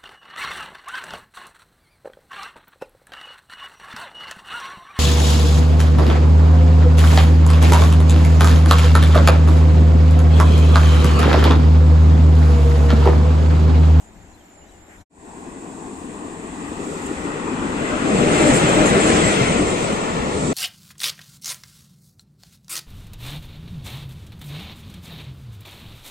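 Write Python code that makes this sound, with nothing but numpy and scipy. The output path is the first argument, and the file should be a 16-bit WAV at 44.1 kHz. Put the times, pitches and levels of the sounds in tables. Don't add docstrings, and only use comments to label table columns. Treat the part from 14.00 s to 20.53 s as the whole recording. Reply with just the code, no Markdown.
import sys
import numpy as np
from scipy import signal
from scipy.fft import dct, next_fast_len
from scipy.io import wavfile
from scipy.ndimage import uniform_filter1d, map_coordinates

SR = 44100
rng = np.random.default_rng(int(sys.argv[2]) if len(sys.argv) > 2 else 0)


def master(y):
    cut = np.clip(np.atleast_2d(y).T, -1, 1)
    pcm = np.round(cut * 32767)
    wavfile.write(sys.argv[1], SR, pcm.astype(np.int16))


N = 288086

FRAME = 1024
HZ = np.fft.rfftfreq(FRAME, 1 / SR)[:, None]
FRAME_TIMES = np.arange(-(-N * 2 // FRAME) + 1) * FRAME / 2 / SR
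FIELD_N = int(1.2 * SR)
CLOSEST_DB = -16.5
FAR_MS, NEAR_MS = 1.21, 0.44

# [t/s, level/dB]
BODY_LEVEL = [(1.1, -39), (1.6, -35), (2.3, -32.5), (2.55, -31.5), (2.9, -27.5), (3.05, -29), (3.6, -25),
              (3.85, -24), (4.01, -24), (4.1, -19), (4.14, -17), (4.4, -16.5), (5.0, -16), (5.45, -19.5),
              (5.6, -20), (5.7, -21), (6.0, -22), (6.25, -23.5), (6.53, -21)]
# [t/s, first notch f/Hz, second notch f/Hz, depth of the second/dB, share of the near colour 0-1]
BOUNCE_AND_MIX = [(1.1, 556, 1230, 8.5, 0.14), (2.5, 550, 1290, 2.9, 0.08), (3.0, 626, 1590, 3.8, 0.11),
                  (3.6, 685, 1660, 4.7, 0.14), (4.0, 870, 1810, 6.6, 0.47), (4.4, 1040, 1680, 1.2, 0.83),
                  (5.4, 855, 1690, 2.2, 0.98), (5.6, 770, 1610, 8, 0.9), (5.9, 725, 1640, 7.9, 0.87),
                  (6.2, 734, 1530, 10, 0.86), (6.53, 730, 1580, 15, 0.59)]
# [t/s, rail level/dB, wheel level/dB]
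ROAR_LEVELS = [(1.2, -46, -52), (1.4, -42.5, -49.5), (1.8, -41.5, -48), (2.2, -40.5, -44.5),
               (2.6, -38, -40.5), (3.03, -37.5, -37.5), (3.63, -31, -33.5), (4.1, -29, -29.5),
               (4.4, -24.5, -25), (4.75, -23.5, -25.5), (5.1, -24.5, -26), (5.25, -26.5, -26.5),
               (5.41, -27, -24.5), (5.5, -28, -29), (5.65, -30.5, -31.5), (5.8, -31.5, -32),
               (6.1, -28.5, -33), (6.34, -29.5, -34), (6.53, -32, -34)]
# [f/Hz, left over right/dB]
HISS_BALANCE = [(4000, -0.5), (6500, -5), (7800, -2.5), (9000, 3.5)]


def amp(db):
    return 10 ** (np.asarray(db) / 20)


def unit(x):
    return x / np.sqrt(np.mean(np.abs(x) ** 2) + 1e-20)


def curves(rows, at=None):
    s, *cols = np.transpose(rows)
    return [np.interp(np.arange(N) / SR if at is None else at, s, c) for c in cols]


def wobble(rate):
    knots = rng.standard_normal(int(N * rate / SR) + 4)
    return map_coordinates(knots, [np.arange(N) * rate / SR])


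def swell(s, length, edge):
    t = np.arange(N) / SR - s
    return np.clip(np.minimum(t, length - t) / edge, 0, 1)


def tone(hz, blur_hz):
    return np.sqrt(2) * np.sin(2 * np.pi * np.cumsum(hz + blur_hz * wobble(60)) / SR)


def rush(spectrum, alike, lag_ms, left_db, patchy_db, shape=1, size=5, order=9, count=N):
    f, db = np.transpose(spectrum)
    both, left, right = signal.stft(rng.standard_normal((3, count)), nperseg=FRAME)[2]
    patches = uniform_filter1d(rng.standard_normal(both.shape), size=order, axis=0)
    patches = uniform_filter1d(patches, size=size, axis=1)
    colour_db = np.interp(np.log(HZ + 1), np.log(f + 1), db)
    gain = amp(colour_db + patchy_db * unit(patches)) * shape

    share = np.clip(alike, 0, 1)
    turn = np.exp(-1j * np.pi * HZ * lag_ms / 1000)
    common = np.sqrt(share) * np.array([both * turn, both / turn])
    pair = common + np.sqrt(1 - share) * np.array([left, right])
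    sides = amp(np.array([left_db + 0 * HZ, -left_db + 0 * HZ]) / 2)
    noise = signal.istft(pair * gain * sides, nperseg=FRAME)[1][:, :count]
    return np.pad(unit(noise), [(0, 0), (0, N - count)])


def field_air():
    # [f/Hz, relative level/dB]
    murmur_colour = [(12, -50), (20, -25), (54, -8.5), (73, 10), (113, -52), (160, -23), (210, -12),
                     (350, -120)]
    # [f/Hz, relative level/dB]
    air_colour = [(65, -47), (110, -17), (267, -6.5), (296, -2), (502, -12), (797, -7.5), (1160, -17.5),
                  (1900, -17), (2910, -24), (3340, -25), (3960, -27), (6500, -35.5), (8450, -58),
                  (14300, -120)]
    murmur = rush(murmur_colour, alike=0.92, lag_ms=0.022, left_db=5.5, patchy_db=0.5, count=FIELD_N)
    air = rush(air_colour, alike=400 / (HZ + 150), lag_ms=0.1, left_db=2.5, patchy_db=1.0, count=FIELD_N)
    return amp(-51 + 2.3 * wobble(6.5)) * murmur + amp(-49.5) * air


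def insect_chorus():
    # [f/Hz, relative level/dB]
    chorus_colour = [(3240, -51), (5500, -23), (7350, -9), (7710, -13.5), (9250, -21), (9870, -32),
                     (11100, -27), (12900, -23), (15500, -56)]
    chorus = rush(chorus_colour, alike=0.65, lag_ms=0.0092, left_db=1.5, patchy_db=3.5, count=FIELD_N)
    return amp(-61.5 + 2.3 * wobble(9.7)) * chorus


def rustle():
    # [f/Hz, relative level/dB]
    leaf_colour = [(500, -120), (1100, -20), (1500, -2), (2000, 0), (2500, -6), (3500, -30), (8000, -120)]
    leaves = rush(leaf_colour, alike=0.4, lag_ms=0.3, left_db=2.5, patchy_db=1.5, count=FIELD_N)
    return amp(-51 + 2.5 * wobble(60)) * swell(0.89, 0.085, edge=0.012) * leaves


def birds():
    # [t/s, length/s, first f/Hz, middle f/Hz, last f/Hz, base level/dB]
    bird_notes = [(.33, .036, 4050, 4080, 4040, -63), (.372, .025, 3600, 3450, 3350, -71),
                  (.397, .028, 3300, 3150, 2980, -64), (.608, .05, 2760, 2920, 3070, -64),
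                  (.655, .05, 3070, 3120, 3080, -72), (.7, .068, 3080, 2990, 2720, -67),
                  (.655, .028, 3400, 3700, 3930, -69), (.675, .035, 3930, 3960, 3940, -64),
                  (.978, .02, 3400, 3550, 3800, -64), (.99, .03, 4000, 4060, 4020, -67)]
    song, flutter, waver_hz = np.zeros(N), amp(2.2 * wobble(80)), 35 * wobble(60)
    for s, length, *pitches_hz, db in bird_notes:
        progress = np.clip((np.arange(N) / SR - s) / length, 0, 1)
        bend = np.polyfit([0, 0.5, 1], pitches_hz, deg=2)
        hz = np.polyval(bend, progress) + waver_hz
        note = np.sqrt(2) * np.sin(2 * np.pi * np.cumsum(hz) / SR)
        song += amp(db) * swell(s, length, edge=0.007) ** 2 * note
    return song * flutter * amp([[1.5], [-1.5]])


def near_insect():
    # [t/s, length/s, base level/dB]
    insect_swells = [(0, 0.12, -60), (0.16, 0.14, -70), (0.408, 0.1, -69), (0.48, 0.22, -59),
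                     (0.7, 0.2, -67), (.9, 0.11, -68)]
    # [f/Hz, relative level/dB]
    wing_colour = [(6900, -60), (7100, -11), (7200, 14), (7300, -28), (7500, -62)]
    song = amp(-64) + sum(amp(db) * swell(s, length, edge=0.032) for s, length, db in insect_swells)
    core = amp(-2 + 2 * wobble(25)) * tone(7195, blur_hz=22) * amp([[-4], [2]])
    wings = rush(wing_colour, alike=0.95, lag_ms=0, left_db=-23, patchy_db=0.5, count=FIELD_N)
    return 0.77 * song * (core + wings)


def field():
    cut_s, fade_out_s = 1.017, 0.035
    fade = np.clip(1 - (np.arange(N) / SR - cut_s) / fade_out_s, 0, 1) ** 3
    return (field_air() + insect_chorus() + near_insect() + birds() + rustle()) * fade


def thumps_and_knocks():
    # [t/s, base level before rise and decay/dB, f/Hz, fall by 60 dB/s]
    short_rings = [(2.869, -14, 293, 0.057), (4.125, -11.5, 193, 0.27), (4.2, -17, 417, 0.18),
                   (4.45, -13.5, 539.6, 0.19), (4.519, -11.5, 139.5, 0.18), (4.64, -10, 130.5, 0.12),
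                   (4.95, -9.5, 387, 0.23), (5.253, -9, 117, 0.1), (5.258, -10, 625, 0.1),
                   (5.41, -7.5, 130, 0.12), (5.589, -8.5, 299.5, 0.2), (6.438, -16, 153, 0.23)]
    sound, t = np.zeros(N + SR), np.arange(SR // 2) / SR
    for s, db, hz, t60 in short_rings:
        ring = (1 - np.exp(-t / 0.0054)) * amp(db - 60 * t / t60)
        drift = 0.0038 * np.cumsum(uniform_filter1d(rng.standard_normal(len(t)), size=40))
        sound[round(s * SR):][:len(t)] += ring * np.sin(2 * np.pi * hz * t + drift)
    return sound[:N]


def locomotive_hum():
    # [t/s, length/s, f/Hz, base level/dB]
    hum_swells = [(3.918, 0.075, 306.6, -27.5), (4.042, 0.18, 307.3, -32), (4.259, 0.11, 300.6, -24.5),
                  (4.4, 0.11, 293.9, -20), (4.617, 0.102, 298, -23), (4.761, 0.098, 306, -21),
                  (5.017, 0.22, 320, -24.5), (5.238, 0.12, 298, -27)]
    waver_db, octave_db = 3.5, -9
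    level = sum(amp(db) * swell(s, length, edge=0.0074) for s, length, _, db in hum_swells)
    pitch_points = [(s + end * length, hz) for s, length, hz, _ in hum_swells for end in (0, 1)]
    pitch_hz = curves(pitch_points)[0]
    low_tone = amp(waver_db * wobble(20)) * tone(pitch_hz, blur_hz=17)
    octave = amp(octave_db + waver_db * wobble(11)) * tone(2 * pitch_hz, blur_hz=15)
    return level * (low_tone + octave)


def locomotive():
    return (locomotive_hum() + thumps_and_knocks()) * amp([[1.3], [-1.3]])


def treble(surge):
    # [t/s, base hiss level/dB, base sizzle level/dB]
    treble_levels = [(1.3, -50.5, -72), (1.9, -46.5, -71), (2.45, -46.5, -71), (3.0, -41, -61.5),
                     (3.45, -43.5, -72), (3.8, -41, -65), (4.09, -37, -67), (4.14, -33, -64),
                     (4.3, -32.5, -60), (4.5, -28.5, -54), (4.72, -31, -56), (4.95, -31.5, -56),
                     (5.1, -26.5, -56), (5.4, -31, -57), (5.6, -35.5, -65), (5.85, -34.5, -58),
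                     (5.92, -36.5, -65), (6.2, -41, -65), (6.42, -35, -66), (6.53, -34.5, -66)]
    # [t/s, length/s, rise/dB]
    treble_flares = [(3.055, 0.021, 8.5), (4.404, 0.033, 4), (4.532, 0.053, 4), (4.85, 0.064, 7.5),
                     (5.245, 0.052, 2.5), (5.456, .03, 2), (5.57, .025, 3), (5.655, 0.056, 2),
                     (5.78, 0.077, 1.5)]
    # [t/s, level/dB]
    wash_swing = [(1.2, -2.5), (2.3, -3), (2.75, -1), (3.6, 1), (4.1, -0.5), (4.6, -0.5), (5.5, 1),
                  (6.0, 3), (6.53, 1.5)]
    # [f/Hz, relative level/dB]
    hiss_colour = [(3000, -120), (5500, -40), (6670, -2), (7370, 7), (7810, 5), (8980, -1), (9660, -18),
                   (10000, -15), (13000, -87), (22000, -120)]
    sizzle_colour = [(5760, -34), (9800, -9), (10100, 0.5), (11300, -3), (14000, -4.5), (15600, -15)]
    wash_colour = [(2500, -48), (3240, -1.5), (4500, -2.5), (5500, -3.5), (6400, 0), (7200, -45),
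                   (9000, -120)]

    near_share = curves(BOUNCE_AND_MIX)[-1]
    near = curves(BOUNCE_AND_MIX, FRAME_TIMES)[-1]
    steady_db = curves(treble_levels)
    flares_db = sum(db * swell(s, length, edge=0.01) for s, length, db in treble_flares)
    hiss_db, sizzle_db = steady_db + flares_db + 1.2 * near_share * wobble(23)
    wash_db = steady_db[0] - 6.5 + curves(wash_swing)[0]

    hz, left_db = np.transpose(HISS_BALANCE)
    balance_db = np.interp(HZ, hz, left_db)
    patchy_db = 1 + 2.5 * near
    hiss = rush(hiss_colour, alike=0.55, lag_ms=0, left_db=balance_db, patchy_db=patchy_db, size=4, order=5)
    wash = rush(wash_colour, alike=0.23, lag_ms=0, left_db=balance_db, patchy_db=patchy_db, size=4, order=3)
    sizzle = rush(sizzle_colour, alike=0.6, lag_ms=0, left_db=0, patchy_db=4, size=5)
    return amp(hiss_db + 0.3 * near_share * surge) * hiss + amp(wash_db) * wash + amp(sizzle_db) * sizzle


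def ground_rumble():
    # [f/Hz, relative level/dB]
    rumble_colour = [(12, -46), (20, -10), (50, 2.5), (86, 3.5), (130, -20), (170, -9), (290, -120)]
    # (level as the locomotive passes/dB, gain for each dB of the bodies/dB)
    ground_follow = (-31.5, 0.92)
    # [t/s, level/dB]
    ground_swing = [(1.1, -1), (2.9, -1), (4.0, 1), (5.3, 1), (5.49, 2.5), (5.8, 2), (6.1, -2), (6.53, 3.5)]
    top_db, growth = ground_follow
    near = curves(BOUNCE_AND_MIX, FRAME_TIMES)[-1]
    level_db = top_db + growth * (curves(BODY_LEVEL)[0] - CLOSEST_DB) + curves(ground_swing)[0]
    rumble = rush(rumble_colour, alike=1 - 0.089 * near, lag_ms=0.05, left_db=5.5 - 4.6 * near, patchy_db=-0.5)
    return amp(level_db + 1.5 * wobble(10)) * rumble


def platform_bounce():
    # [f/Hz, depth at no near share/dB]
    upper_notches = [(2250, 9), (3200, 15)]
    first_hz, second_hz, second_db, near = curves(BOUNCE_AND_MIX, FRAME_TIMES)

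    def notch(hz, db, width):
        return amp(-db * np.exp(-(np.log(HZ / hz + 1e-9) / width) ** 2))

    bounce = notch(first_hz, 7 - 4.5 * near, 0.1) * notch(second_hz, second_db, 0.07)
    bounce *= amp(-7 * (1 - near) / (1 + (second_hz / (HZ + 1)) ** 24))
    for hz, db in upper_notches:
        bounce *= notch(hz, db * (1 - near), 0.012)
    return bounce


def far_thinness():
    shelf_hz, growth = 242, 0.29
    rise_db = growth * (curves(BODY_LEVEL, FRAME_TIMES)[0] - CLOSEST_DB)
    return amp(rise_db / (1 + (HZ / shelf_hz) ** 6))


def mix_colours(far, close):
    near_share = curves(BOUNCE_AND_MIX)[-1]
    return np.sqrt(1 - near_share) * far + np.sqrt(near_share) * close


def car_bodies(surge, bounce, thin):
    # [f/Hz, relative level/dB]
    far_colour = [(40, -120), (110, -39), (160, 4.5), (220, -0.5), (280, 7), (340, -2.5), (420, -1),
                  (520, -10), (700, -11.5), (1500, -120)]
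    near_colour = [(35, -120), (100, -6.5), (160, -1), (220, 2), (300, -4.5), (420, -0.5), (600, -4),
                   (800, -8.5), (2000, -120)]
    far = rush(far_colour, 1.2 - HZ / 1500, 0.21 * FAR_MS, 4.6, patchy_db=1.57, shape=bounce * thin)
    close = rush(near_colour, 1.05 - HZ / 1200, 0.78 * NEAR_MS, 2.5, patchy_db=1.5, shape=bounce, size=3, order=3)
    level_db = curves(BODY_LEVEL)[0] + 0.39 * surge + 0.61 * wobble(22)
    return amp(level_db) * mix_colours(far, close)


def rails(surge, bounce, thin):
    # [f/Hz, relative level/dB]
    far_colour = [(300, -120), (620, -10), (760, -2.5), (950, -3), (1150, -1), (1600, -9), (2200, -29),
                  (4000, -120)]
    near_colour = [(350, -120), (750, 11), (1000, 13.5), (1400, 7), (1800, 6.5), (4000, -120)]
    far = rush(far_colour, 0.45, FAR_MS, 3.8, patchy_db=1.57, shape=bounce * thin)
    close = rush(near_colour, 0.5, NEAR_MS, 2.5, patchy_db=2.2, shape=bounce, size=3, order=3)
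    return amp(curves(ROAR_LEVELS)[0] + 0.5 * surge) * mix_colours(far, close)


def wheels(surge, bounce, thin):
    # [f/Hz, relative level/dB]
    far_colour = [(880, -22), (1500, -10.5), (1950, 5), (2240, -3.5), (2570, -1), (4050, -14.5),
                  (5710, -40), (6500, -27), (8450, -39), (14300, -120)]
    near_colour = [(760, -47), (1300, 4), (1570, -2), (1990, 1.5), (2400, 0.5), (3380, -5), (3900, -8.5),
                   (4900, -16.5), (6500, -12.5), (8450, -76), (14300, -120)]
    far = rush(far_colour, 0.55, FAR_MS, 3.5, patchy_db=1.57, shape=bounce * thin)
    close = rush(near_colour, 0.55, NEAR_MS, 4.2, patchy_db=2.2, shape=bounce, size=3, order=3)
    return amp(curves(ROAR_LEVELS)[1] + 0.5 * surge) * mix_colours(far, close)


def rolling():
    resume_s, fade_in_s, end_fade_s = 1.097, 0.2, 0.004
    surge = wobble(7)
    bounce, thin = platform_bounce(), far_thinness()
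    sound = treble(surge) + ground_rumble() + car_bodies(surge, bounce, thin)
    sound += rails(surge, bounce, thin) + wheels(surge, bounce, thin)
    t = np.arange(N) / SR
    return sound * np.clip(np.minimum((t - resume_s) / fade_in_s, (t[-1] - t) / end_fade_s), 0, 1)


def scene():
    return field() + locomotive() + rolling()


def record(dry):
    top_hz = 15720
    soft = dry / (1 + np.abs(dry / 0.97) ** 6) ** (1 / 6)
    m = next_fast_len(N + FRAME)
    cosines = dct(np.pad(soft, [(0, 0), (0, m - N)], "reflect"), norm="ortho")
    kept = cosines * (np.arange(m) * SR / (2 * m) < top_hz)
    return dct(kept, type=3, norm="ortho")[:, :N]


dry = scene()
out = record(dry)
master(out)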